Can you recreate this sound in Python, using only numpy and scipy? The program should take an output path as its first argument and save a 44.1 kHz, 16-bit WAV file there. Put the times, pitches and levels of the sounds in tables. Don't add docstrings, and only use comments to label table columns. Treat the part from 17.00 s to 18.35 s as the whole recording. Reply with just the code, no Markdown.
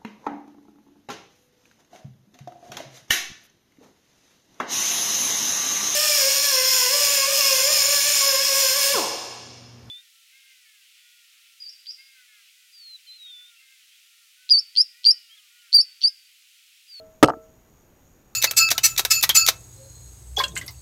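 import sys
import numpy as np
from scipy import signal
from scipy.io import wavfile
from scipy.ndimage import uniform_filter1d

SR = 44100
rng = np.random.default_rng(int(sys.argv[2]) if len(sys.argv) > 2 else 0)


def output_pcm(signal):
    pcm = np.clip(np.atleast_2d(signal).T, -1, 1) * 32767
    wavfile.write(sys.argv[1], SR, np.round(pcm).astype(np.int16))


def gain_from_db(level_db):
    decades = np.asarray(level_db, float) / 20
    return 10 ** decades


N = 59535


def evened(x):
    return x / np.sqrt(np.mean(x ** 2) + 1e-20)


def add(mix, s, sound):
    part = mix[round(s * SR):][:len(sound)]
    part += sound[:len(part)]


def resonate(x, hz, width):
    turn = np.exp(2j * np.pi * hz * np.arange(len(x)) / SR)
    r = np.exp(-np.pi * width / SR)
    return 2 * (turn * signal.lfilter([1 - r], [1, -r], x / turn)).real


def lowpass(x, hz):
    return signal.lfilter(*signal.butter(2, hz, fs=SR), x)


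def edge(x, hz):
    return signal.oaconvolve(x, signal.firwin(255, hz, window=("kaiser", 8), fs=SR), "same")


def blows():
    # start in seconds, strength in dB,
    # favoured pitch in Hz, spread around it in octaves, ring time as a share of the full one.
    blow_rows = [(0.2274, 13, 950, 0.55, 0.36), (.2283, 21.5, 487, 1.4, .62), (.2312, 16, 520, 0.63, 0.83),
                 (0.2353, 12, 307.5, 0.72, 0.38), (0.2389, 11.5, 1169, 0.97, 0.36),
                 (0.2439, 1, 380.3, 1.1, 0.53), (0.2457, -13, 1265, 0.41, 0.56),
                 (.2540, -12.5, 608, .9, 1.0), (.2620, -12, 517, .7, 2.8),
                 (0.2757, -17.5, 258.3, 0.98, 1.0), (0.2848, 8.5, 891, 0.34, .5),
                 (.2880, -13, 1600, 0.75, 1.1), (0.293, -8.5, 340, 0.15, 1.45),
                 (.2962, -0.5, 728, 0.41, 0.6), (0.3015, -3.5, 1220, 1.4, 0.27),
                 (0.307, -16.5, 500, 1.2, 0.58), (.3200, -10.5, 846, 0.48, 0.33),
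                 (0.3354, -14, 1520, 0.49, 0.38), (.3358, -20, 720, 0.43, 0.63),
                 (0.3388, -21.5, 340, 0.37, 0.36), (.3690, -27.5, 334, 0.48, 0.51)]
    # pitch in Hz, level in dB, time to fade by 60 dB in seconds.
    body_tones = [(139, 3, .1), (239, -14, 0.078), (300.5, 2.5, .065), (340, -4.5, 0.061),
                  (407.7, -2, 0.039), (536.2, -0.5, 0.043), (720, 0.5, 0.048), (877, -3.5, 0.052),
                  (1075, -1.5, .035), (1226.7, 4.5, 0.051), (1320, -13, 0.041), (1605, -9, 0.054),
                  (2030, -16, 0.035), (2470, -18.5, .022)]
    soft_s, scatter_db, detune = 0.0009, 1.0, 0.017
    out = np.zeros(N)
    t = np.arange(8000) / SR
    chance = rng.standard_normal((len(blow_rows), 2, len(body_tones)))
    for (s, db, centre_hz, octaves, share), (level_luck, pitch_luck) in zip(blow_rows, chance):
        ring = np.zeros(len(t))
        for (hz, tone_db, t60), louder, sharper in zip(body_tones, level_luck, pitch_luck):
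            favour_db = -10 * (np.log2(hz / centre_hz) / octaves) ** 2
            fade_db = -60 * t / (t60 * share)
            level = gain_from_db(tone_db + favour_db + scatter_db * louder + fade_db)
            ring += level * np.sin(2 * np.pi * hz * (1 + detune * sharper) * t)
        onset = 1 - np.exp(-(t / soft_s) ** 2)
        add(out, s, gain_from_db(db) * onset * ring / 3)
    return out


def ticks():
    # start in seconds, strength in dB, tilt above 5 kHz in dB per octave (negative is duller).
    tick_rows = [(0.228, -1, -2.5), (0.2318, 2.5, 0.5), (0.2354, -8.5, -1.5), (.2410, -17, -5.5),
                 (.2450, -10, -2), (0.247, -33.5, -1), (.2503, -30.5, -1), (.2550, -33, -0.5),
                 (0.2583, -25, -2), (0.2621, -50, -5), (0.2632, -38, -2.5), (0.272, -53, -9.5),
                 (0.2767, -28.5, -3.5), (0.285, -30.5, -2), (0.288, -49.5, -8.5), (.2945, -32.5, -22),
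                 (0.2964, -36.5, -9), (0.3, -38.5, -20), (.3040, -39, -8)]
    # pitch in Hz, width in Hz, level in dB.
    wall_tones = [(2930, 900, -0.5), (4175, 660, -6.5), (4983, 2400, -2.5), (6503, 360, -8),
                  (8032, 1400, -7.5), (10300, 2000, -14), (14860, 1100, -29.5)]
    t60, rise_s, grit = 0.01, 0.0005, 0.79
    out = np.zeros(N)
    t = np.arange(1200) / SR
    shape = (1 - np.exp(-t / rise_s)) * gain_from_db(-60 * t / t60)
    for s, db, tilt_db in tick_rows:
        luck = rng.standard_normal(len(t))
        ring = np.zeros(len(t))
        for k, (hz, width, tone_db) in enumerate(wall_tones):
            level = gain_from_db(tone_db + tilt_db * np.log2(max(hz, 5000) / 5000))
            tone = np.sin(2 * np.pi * (hz * (1 + 0.03 * luck[-1 - k]) * t + luck[k]))
            scrape = evened(resonate(resonate(luck, hz, width), hz, width))
            ring += level * shape * (tone + grit * scrape)
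        add(out, s, gain_from_db(db) * ring / abs(ring).max())
    return out


def columns():
    # pitch in Hz, level after the slam in dB, level left from the earlier knock in dB,
    # time to fade by 60 dB in seconds.
    air_tones = [(273, -44, -60, .4), (382, -43.5, -60.5, 0.33), (453.4, -26, -50, 0.41),
                 (639.3, -31.5, -42, .62), (1325, -33, -60, 0.39)]
    slam_s = 0.236
    t = np.arange(N) / SR
    since = np.maximum(t - slam_s, 0)
    out = np.zeros(N)
    for hz, db, old_db, t60 in air_tones:
        old = gain_from_db(old_db - 60 * t / t60) * np.sin(2 * np.pi * (hz * t + rng.random()))
        new = gain_from_db(db - 60 * since / t60) * np.sin(2 * np.pi * hz * since)
        out += old * (since == 0) + new
    return out


def deck(x):
    t60, level_db, dull_hz = 0.2, -25.5, 1220
    t = np.arange(SR // 2) / SR
    hits = (rng.random(len(t)) < 0.05) * (t > 0.004)  # sparse, none in the first 4 ms
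    echoes = lowpass(rng.choice([-1., 1.], len(t)) * hits, dull_hz) * gain_from_db(-60 * t / t60)
    return gain_from_db(level_db) * signal.fftconvolve(x, echoes / np.linalg.norm(echoes) / 4)[:N]


def earlier_thud():
    level_db, t60 = -66, 0.4
    thud = evened(resonate(rng.standard_normal(N), 400, 390))
    return gain_from_db(level_db - 60 * np.arange(N) / SR / t60) * thud


def insects():
    # time in seconds, level in dB.
    chorus_levels = [
        (0, -82),
        (.08, -76.5),
        (.16, -74),
        (.25, -75.5),
        (.36, -76),
                     (0.4, -81.5), (0.418, -75), (0.43, -73), (0.626, -76), (0.638, -78), (0.696, -74.5),
                   (0.836, -73.5), (0.922, -79), (1.084, -72), (1.188, -75), (1.212, -76), (1.35, -76)]
    # pitch in Hz, width in Hz, level in dB.
    song_bands = [(6583, 480, 2), (6772, 420, 1), (5776, 200, -3)]
    throbs_per_s, throb_depth = 100, 0.5
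    t = np.arange(N) / SR
    wander = evened(lowpass(rng.standard_normal(N), 9.9))
    turns = np.cumsum(throbs_per_s * (1 + 0.25 * wander)) / SR
    drive = rng.standard_normal(N) * (1 + throb_depth * np.cos(2 * np.pi * turns))
    song = np.zeros(N)
    for hz, width, db in song_bands:
        song += gain_from_db(db) * evened(resonate(resonate(drive, hz, width), hz, width))
    times, levels_db = np.transpose(chorus_levels)
    return gain_from_db(np.interp(t, times, levels_db) + 5.5) * evened(song)


def whine():
    pitch_hz, level_db = 13363.9, -72.8
    flips_per_s, flip_at_s = 82.43, 0.5063
    jump_hz, jump_db = 330, -4
    t = np.arange(N) / SR
    jump = (t > 0.953) & (t < 0.969)
    flips = np.sign(np.sin(np.pi * flips_per_s * (t - flip_at_s)))
    tone = np.sin(2 * np.pi * np.cumsum(pitch_hz + jump_hz * jump) / SR)
    return np.sqrt(2) * gain_from_db(level_db + jump_db * jump) * flips * tone


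def yard():
    # frequency in Hz, level in dB.
    colour = [(8, 0), (45, 1.5), (250, -6.5), (400, -10), (1500, -20.5), (4500, -30.5), (10000, -33.5),
              (16300, -32)]
    level_db, patch_db = -57, 0.9
    frames, bins_hz = N // 256 + 5, np.fft.rfftfreq(1024, 1 / SR)
    real, imaginary, patches = rng.standard_normal((frames, 513, 3)).T
    patches = evened(uniform_filter1d(uniform_filter1d(patches, 10, 0), 10, 1))
    hz, db = np.transpose(colour)
    colour_db = np.interp(np.log(bins_hz + 1), np.log(hz + 1), db)[:, None]
    spectrum = (real + 1j * imaginary) * gain_from_db(colour_db + patch_db * patches)
    wash = signal.istft(spectrum, nperseg=1024, noverlap=768)[1][:N]
    return gain_from_db(level_db) * evened(wash)


def scene():
    knocks = blows() + ticks()
    echoes = deck(np.clip(knocks, -1, 1))
    far = edge(yard() + earlier_thud() + insects() + whine(), 15800)
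    return (knocks + echoes + columns() + far)[None]


def low_pass(x):
    return signal.sosfilt(signal.butter(12, 16540, fs=SR, output="sos"), x)


def record(dry):
    clip_level, sag_hz = 0.7, 14
    clipped = np.clip(dry[0], -clip_level, clip_level)
    sagged = signal.lfilter(*signal.butter(1, sag_hz, "high", fs=SR), clipped)
    return low_pass(edge(sagged, 16300)[None])


dry = scene()
out = record(dry)
output_pcm(out)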